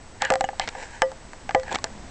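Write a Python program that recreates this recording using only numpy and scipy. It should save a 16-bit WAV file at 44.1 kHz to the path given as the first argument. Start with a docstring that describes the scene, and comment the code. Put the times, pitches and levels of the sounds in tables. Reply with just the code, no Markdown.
"""Handling a camera outdoors

Close knocks, clicks and short scrapes of handling on the camera's casing, outdoors.
Each knock is a contact crack plus decaying modes of the casing; heavy ones leave a short low ring.
Scrapes are clumps of tiny slips coloured by the casing; small loose parts ping.
No echo: behind lie only quiet air, a low rumble, a late low tone and the recorder's faint whine."""
import sys
import numpy as np
from scipy import signal
from scipy.io import wavfile

SR = 44100
rng = np.random.default_rng(int(sys.argv[2]) if len(sys.argv) > 2 else 0)


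def generate_wav(signal):
    """Clip the signal to [-1, 1] and save it as 16-bit WAV at the path in sys.argv[1]."""
    frames = np.transpose(np.atleast_2d(signal))
    scaled = np.clip(frames, -1, 1) * 32767
    pcm = np.round(scaled).astype(np.int16)
    wavfile.write(sys.argv[1], SR, pcm)


N = 92610
TIME_S = np.arange(N) / SR


def gain(db):
    """Turn decibels into an amplitude factor."""
    return 10 ** (np.asarray(db) / 20)


def evened(x):
    """Bring a sound to an RMS of one."""
    return x / np.sqrt(np.mean(x ** 2) + 1e-20)


def add(mix, start_s, sound):
    """Lay a sound into the mix from its start time, cut at the end of the mix."""
    part = mix[max(round(start_s * SR), 0):][:len(sound)]
    part += sound[:len(part)]


def colour(x, curve):
    """Causal minimum-phase filter that follows a curve of f/Hz, level/dB."""
    hz, db = np.transpose(curve)
    f = np.abs(np.fft.fftfreq(4096, 1 / SR))
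    log_gain = np.log(gain(np.interp(np.log(f + 1), np.log(hz), db)))
    spectrum = np.exp(np.conj(signal.hilbert(log_gain)))
    taps = np.fft.ifft(spectrum).real[:len(f) // 2]
    return signal.fftconvolve(x, taps)[:len(x)]


def noise_bed(curve, level):
    """Steady coloured noise whose level follows breakpoints in dB."""
    noise = evened(colour(rng.standard_normal(N), curve))
    return gain(np.interp(TIME_S, *np.transpose(level))) * noise


# colour of the outdoor hiss [f/Hz, relative level/dB]
AIR_COLOUR = [(20, 7.5), (45, -9), (70, -2.5), (130, -28), (230, -6.5), (400, -14), (850, -13), (1300, -15),
              (1900, -15), (2500, -20), (3600, -22.5), (6800, -23), (7900, -23.5), (9000, -34)]
# fader of the hiss [t/s, level/dB]
AIR_LEVEL = [(0, -47), (.7, -44), (1.2, -45.5), (2.1, -43.5)]


def air():
    """Quiet outdoor hiss: filtered noise, a little stronger toward the end than at the start."""
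    return noise_bed(AIR_COLOUR, AIR_LEVEL)


# colour of the rumble [f/Hz, relative level/dB]
RUMBLE_COLOUR = [(15, -2.5), (45, 3.5), (90, 0), (150, -5), (220, -7), (400, -12.5), (900, -12),
                 (3000, -77.5)]
# fader of the rumble [t/s, level/dB]
RUMBLE_LEVEL = [(0, -47), (.4, -48), (.7, -51), (1.15, -47), (1.35, -47), (1.7, -46), (2.1, -42)]


def rumble():
    """Low rumble on the microphone: bass-heavy noise that swells at the end."""
    return noise_bed(RUMBLE_COLOUR, RUMBLE_LEVEL)


# glide of the faint low tone [t/s, f/Hz, level/dB]
LOW_TONE = [(1.87, 224, -51), (1.95, 207.6, -43.5), (2.03, 195, -58)]


def low_tone():
    """A faint sine sinks in pitch under the rumble at the end."""
    s, hz, db = np.transpose(LOW_TONE)
    phase = 2 * np.pi * np.cumsum(np.interp(TIME_S, s, hz)) / SR
    return np.interp(TIME_S, s, gain(db), left=0) * np.sin(phase)


CONTACT_RISE_S = 0.00016


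def ring(modes, rise_s=CONTACT_RISE_S, scatter_db=0, order=1):
    """Modes as sines that build up (softer with a higher order) and die; the place struck shifts their levels."""
    t = np.arange(SR // 2) / SR
    sines = np.zeros(len(t))
    for hz, db, t60 in modes:
        strength = gain(db + scatter_db * rng.standard_normal())
        sines += strength * np.exp(-np.log(1000) * t / t60) * np.sin(2 * np.pi * hz * t)
    return (1 - np.exp(-t / rise_s)) ** order * sines


LEVEL_SPAN_S = 0.011  # a burst's dB is its RMS if all its energy fell within this span
FIRST_PULSE_DB = 0  # sharp pulse against the whole energy of the chatter


def burst(curve, t60, db):
    """One sharp pulse and a few milliseconds of chatter, coloured by the parts that meet."""
    t = np.arange(SR // 20) / SR
    chatter = rng.choice([-1., 1.], len(t))
    force = chatter * (1 - np.exp(-t / CONTACT_RISE_S)) * np.exp(-np.log(1000) * t / t60)
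    force[round(CONTACT_RISE_S * SR)] = gain(FIRST_PULSE_DB) * np.linalg.norm(force)
    x = colour(force, curve)
    return gain(db) * x * np.sqrt(LEVEL_SPAN_S * SR / np.sum(x ** 2))


# colour of the bright tick, also the hiss of the scrapes [f/Hz, relative level/dB]
TICK_COLOUR = [(800, -5.5), (2200, -23), (3200, 0), (4800, -1), (5600, 0), (6500, -4), (7400, 2.5),
               (8200, -5), (9000, -5.5)]
THUD_T60_S, CRACK_T60_S, TICK_T60_S = 0.015, 0.017, 0.0025  # decay of the chatter


def contact(thud_colour, crack_colour, thud_db, crack_db, tick_db):
    """Two hard parts meet: a low push, a crack and a bright tick."""
    thud = burst(thud_colour, THUD_T60_S, thud_db)
    crack = burst(crack_colour, CRACK_T60_S, crack_db)
    tick = burst(TICK_COLOUR, TICK_T60_S, tick_db)
    return thud + crack + tick


GRAINS_PER_S, GRAIN_SPREAD_DB = 7000, 1.8
CLUMPS_PER_S, CLUMP_S, CLUMP_DB = 190, .0018, 5.5  # each release lifts the slips, then the lift fades


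def slips():
    """Random tiny slips, plain and clumped: the contact sticks and lets go unevenly."""
    happens = rng.random(N) < GRAINS_PER_S / SR
    strength = gain(GRAIN_SPREAD_DB * np.minimum(rng.exponential(1, N), 3))
    plain = rng.standard_normal(N) * happens * strength
    released = rng.random(N) < CLUMPS_PER_S / SR
    since_release_s = TIME_S - np.maximum.accumulate(TIME_S * released)
    return plain, plain * gain(CLUMP_DB * np.exp(-since_release_s / CLUMP_S))


# rubbing strokes [peak t/s, rise t/s, fall t/s, rasp level/dB, grit level/dB, hiss level/dB,
# squeak level/dB, squeak f/Hz]
SCRAPES = [(.224, 0.014, 0.037, -34.5, -44.5, -65, -30, 1750),
           (.274, 0.035, 0.047, -41.5, -50.5, -55, -38.5, 1600),
           (0.618, 0.015, 0.032, -38.5, -39, -48, -45.5, 2020),
           (.638, 0.0044, 0.003, -40, -47, -48, -59, 2040), (0.791, 0.11, 0.019, -47, -61, -54, -57, 1700),
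           (.83, 0.043, 0.032, -41, -50, -43, -50.5, 1620),
           (0.952, 0.09, 0.045, -48, -54, -50, -47.5, 1660),
           (1.695, 0.034, 0.013, -40, -60, -59, -44.5, 1650),
           (1.722, 0.017, 0.031, -36, -47.5, -43.5, -41, 1643),
           (1.793, 0.04, 0.0074, -47, -65, -56.5, -49.5, 1700),
           (1.868, 0.006, 0.0049, -54, -72, -67, -41, 1750)]
# colour of the mid rasp [f/Hz, relative level/dB]
RASP_COLOUR = [(150, -28), (450, -2.5), (530, 4.5), (590, -4.5), (700, 0), (805, 5.5), (950, 8),
               (1150, -15), (1400, -23), (1700, -6), (2100, -4.5), (2600, -9), (4000, -15), (8000, -34.5)]
# colour of the brighter grit [f/Hz, relative level/dB]
GRIT_COLOUR = [(900, -11.5), (1900, -5.5), (2500, -3), (2900, -5.5), (3130, 0), (3550, -17), (4000, -4.5),
               (4400, -9.5), (8000, -27.5)]
SQUEAK_WIDTH_HZ = 410  # of each of two passes


def scrapes():
    """Slips sound through the casing as rasp, grit, hiss and a squeak whose pitch is set per stroke."""
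    out = np.zeros(N)
    plain, clumped = slips()
    rasp, grit = evened(colour(clumped, RASP_COLOUR)), evened(colour(clumped, GRIT_COLOUR))
    hiss = evened(colour(plain, TICK_COLOUR))
    for s, rise, fall, rasp_db, grit_db, hiss_db, squeak_db, squeak_hz in SCRAPES:
        stroke = np.exp(-((TIME_S - s) / np.where(TIME_S < s, rise, fall)) ** 2)
        resonance = signal.iirpeak(squeak_hz, squeak_hz / SQUEAK_WIDTH_HZ, SR)
        once = signal.lfilter(*resonance, clumped)
        squeak = evened(signal.lfilter(*resonance, once))
        rubbing = gain(rasp_db) * rasp + gain(grit_db) * grit + gain(hiss_db) * hiss
        out += stroke * (rubbing + gain(squeak_db) * squeak)
    return out


# small loose parts, jolted or rubbed [t/s, f/Hz, level/dB, t60/s]
PINGS = [(.2150, 1630, -24, .025), (0.2497, 1666, -18.5, 0.062), (0.2508, 2900, -27, 0.055),
         (0.2507, 7070, -22, .014), (.2675, 1910, -31, .035), (.447, 2930, -30.5, 0.053),
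         (.4484, 6700, -27, 0.0079), (0.6112, 1990, -31, 0.044), (0.6194, 3080, -32, .05),
         (0.6895, 4100, -34, 0.019), (1.02, 3025, -30, 0.072), (1.0208, 5190, -35.5, 0.077),
         (1.6325, 4310, -41, .03), (1.6935, 1672, -27.5, 0.051), (1.7140, 880, -30, 0.03),
         (1.7863, 1095, -31.5, 0.049)]


def pings():
    """Each small loose part rings as a single decaying mode."""
    out = np.zeros(N)
    for s, hz, db, t60 in PINGS:
        add(out, s, ring([(hz, db, t60)]))
    return out


# dry contacts [t/s, thud level/dB, crack level/dB, tick level/dB]
CLICKS = [(0.6759, -39.5, -34, -31.5), (0.6802, -35, -33, -37), (0.6887, -46, -32.5, -35),
          (1.598, -58, -45.5, -42.5), (1.6821, -56, -45, -57), (1.7088, -39.5, -49, -50),
          (1.7150, -33.5, -44, -50), (1.7212, -30, -36.5, -50), (1.7271, -36.5, -34.5, -34),
          (1.7437, -31, -40, -57), (1.7477, -38, -30, -33), (1.7540, -55, -45, -33),
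          (1.757, -28, -24.5, -30.5), (1.7868, -43, -43.5, -45.5)]
# colour of a click's low push [f/Hz, relative level/dB]
CLICK_THUD_COLOUR = [(40, -7), (130, -8.5), (320, -4), (550, -3), (850, 6), (1200, -12.5), (2500, -33)]
# colour of a click's crack [f/Hz, relative level/dB]
CLICK_CRACK_COLOUR = [(500, -17.5), (1200, -5), (1600, -2.5), (2250, -2), (2700, -9), (4000, -10.5),
                      (9000, -33.5)]


def clicks():
    """Dry contacts that do not set the casing ringing."""
    out = np.zeros(N)
    for s, *levels_db in CLICKS:
        add(out, s, contact(CLICK_THUD_COLOUR, CLICK_CRACK_COLOUR, *levels_db))
    return out


# low thumps [t/s, level/dB]
THUMPS = [(0.304, -30), (1.5470, -28), (1.7425, -38.5)]
# colour of a thump [f/Hz, relative level/dB]
THUMP_COLOUR = [(20, 0), (50, -4), (100, -5.5), (200, -8.5), (400, -12.5), (1000, -50)]
THUMP_T60_S = 0.023


def thumps():
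    """Short low bursts under two heavy blows and one dry click."""
    out = np.zeros(N)
    for s, db in THUMPS:
        add(out, s, burst(THUMP_COLOUR, THUMP_T60_S, db))
    return out


# fundamental of the long ring, a little lower for later blows [t/s, f/Hz]
RING_HZ = [(1.1, 527.6), (1.5, 521.5)]
# upper modes of the long ring [f/Hz, relative level/dB, t60/s]
RING_UPPER = [(1201, -27, 0.16), (1945, -22.5, 0.16)]
RING_DB, RING_T60_S, RING_RISE_S = -2.08, 0.18, .009  # fundamental's relative level and decay; bloom


def long_ring(struck_s):
    """The casing's low ring, which blooms slowly after a blow."""
    fundamental = (np.interp(struck_s, *np.transpose(RING_HZ)), RING_DB, RING_T60_S)
    return ring([fundamental] + RING_UPPER, RING_RISE_S, order=2)


# blows on the casing [t/s, thud level/dB, ring level/dB, knock level/dB, knock f/Hz, body level/dB,
# overtones level/dB, crack level/dB, tick level/dB]; ring, body and overtones scale their mode tables
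KNOCKS = [ (0.2207, -60, -24, -13.5, 819, -35, -28, -27.5, -22),
          (0.2273, -53, -36.5, -40, 770, -37, -28.5, -27.5, -58),
          (0.25, -50, -56, -30, 840, -44, -27, -34.5, -35.5),
          (0.3028, -25, -7, -23.5, 750, -6, -15, -18.5, -36.5),
          (.3219, -51, -20, -10, 805, -36, -44, -29.5, -34.5),
          (0.3383, -48, -24, -13.5, 788, -28, -33, -25, -33.5),
          (.3560, -42, -27, -13, 750, -26, -35, -28, -31.5),
          (0.4088, -34.5, -18.5, -8.5, 785, -27, -33, -27, -27),
          (0.4415, -37, -35, -10, 774, -31, -26.5, -33, -40),
          (.4888, -64, -30.5, -15.5, 802, -26.5, -34, -32.5, -57),
          (0.5318, -62, -45, -27, 815, -35, -50, -52, -66),
          (.5970, -48, -27.5, -14, 783, -39, -22.5, -30, -24),
          (0.751, -55, -29, -25, 800, -29.5, -33.5, -41.5, -58),
          (1.0198, -34, -6, -12, 885, -12.5, -14, -16, -21),
          (1.1173, -53, -63, -30.5, 854, -30, -63, -43, -49),
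          (1.3333, -68, -46, -36.5, 965, -36.5, -42.5, -41.5, -51),
          (1.4926, -49, -35, -16, 796, -29, -36.5, -31, -70),
          (1.509, -61, -57, -29, 890, -31.5, -30.5, -31.5, -44.5),
          (1.5480, -36, -6.5, -10, 815, -6.5, -20.5, -18.5, -33.5),
          (1.6331, -52, -69.5, -30.5, 864, -44, -40.5, -43, -47.5),
          (1.8421, -25.5, -38, -20.5, 854, -20.5, -28, -33, -23)]
# colour of a knock's low push [f/Hz, relative level/dB]
THUD_COLOUR = [(30, -26.5), (90, -13.5), (300, -3), (600, -11.5), (1000, -23.5), (2500, -16.5)]
# colour of a knock's crack [f/Hz, relative level/dB]
CRACK_COLOUR = [(300, -35), (700, 6.5), (1200, 0), (1700, 2.5), (2200, -5), (2700, -7), (3500, -17),
                (6000, -17.5), (9000, -48)]
# modes of the body [f/Hz, relative level/dB, t60/s]
BODY = [(460, -18.5, 0.14), (662.6, -9, 0.11), (766.4, -7, 0.051), (1002, -20, 0.12)]
# short overtones of the body [f/Hz, relative level/dB, t60/s]
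OVERTONES = [(1195, -5.5, 0.055), (1434, -17, 0.072), (1600, -4.5, 0.036), (1720, -2.5, 0.05),
             (2010, -5.5, 0.04), (2470, -16.5, 0.028), (3220, -19.5, 0.044)]
BODY_RISE_S, OVERTONE_RISE_S = 0.00057, 0.0005
PLACE_DB = 1.0  # spread of the mode levels with the place struck
KNOCK_T60_S = 0.031
FREE_T60_S = 0.062  # added, scaled by the ring, for blows that rebound and leave the casing free


def knocks():
    """Each blow cracks, knocks at a pitch of the place struck, and sets body, overtones and long ring going."""
    out = np.zeros(N)
    for s, thud_db, ring_db, knock_db, knock_hz, body_db, over_db, crack_db, tick_db in KNOCKS:
        knock_t60 = KNOCK_T60_S + FREE_T60_S * gain(ring_db)
        add(out, s, contact(THUD_COLOUR, CRACK_COLOUR, thud_db, crack_db, tick_db))
        add(out, s, gain(ring_db) * long_ring(s))
        add(out, s, ring([(knock_hz, knock_db, knock_t60)], BODY_RISE_S))
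        add(out, s, gain(body_db) * ring(BODY, BODY_RISE_S, PLACE_DB))
        add(out, s, gain(over_db) * ring(OVERTONES, OVERTONE_RISE_S, PLACE_DB))
    return out


def scene():
    """Mix the layers from background to foreground, in mono."""
    background = air() + rumble() + low_tone()
    handling = scrapes() + pings() + clicks()
    return (background + handling + thumps() + knocks())[None]


# steady tones of the whine [f/Hz, RMS level/dB]
WHINE = [(7887, -63), (8113, -66)]
EDGE_HZ = 8450  # top of the passband


def record(dry):
    """The recorder rounds off the highest peaks, adds a faint whine and cuts the top."""
    whine = np.zeros(N)
    for hz, db in WHINE:
        whine += np.sqrt(2) * gain(db) * np.sin(2 * np.pi * hz * TIME_S)
    rounded = dry / (1 + (dry / .75) ** 4) ** .25  # approaches a ceiling of 0.75
    taps = signal.firwin(161, EDGE_HZ, window=("kaiser", 7), fs=SR)
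    return signal.oaconvolve(rounded + whine, taps[None], "same")


dry = scene()
out = record(dry)
generate_wav(out)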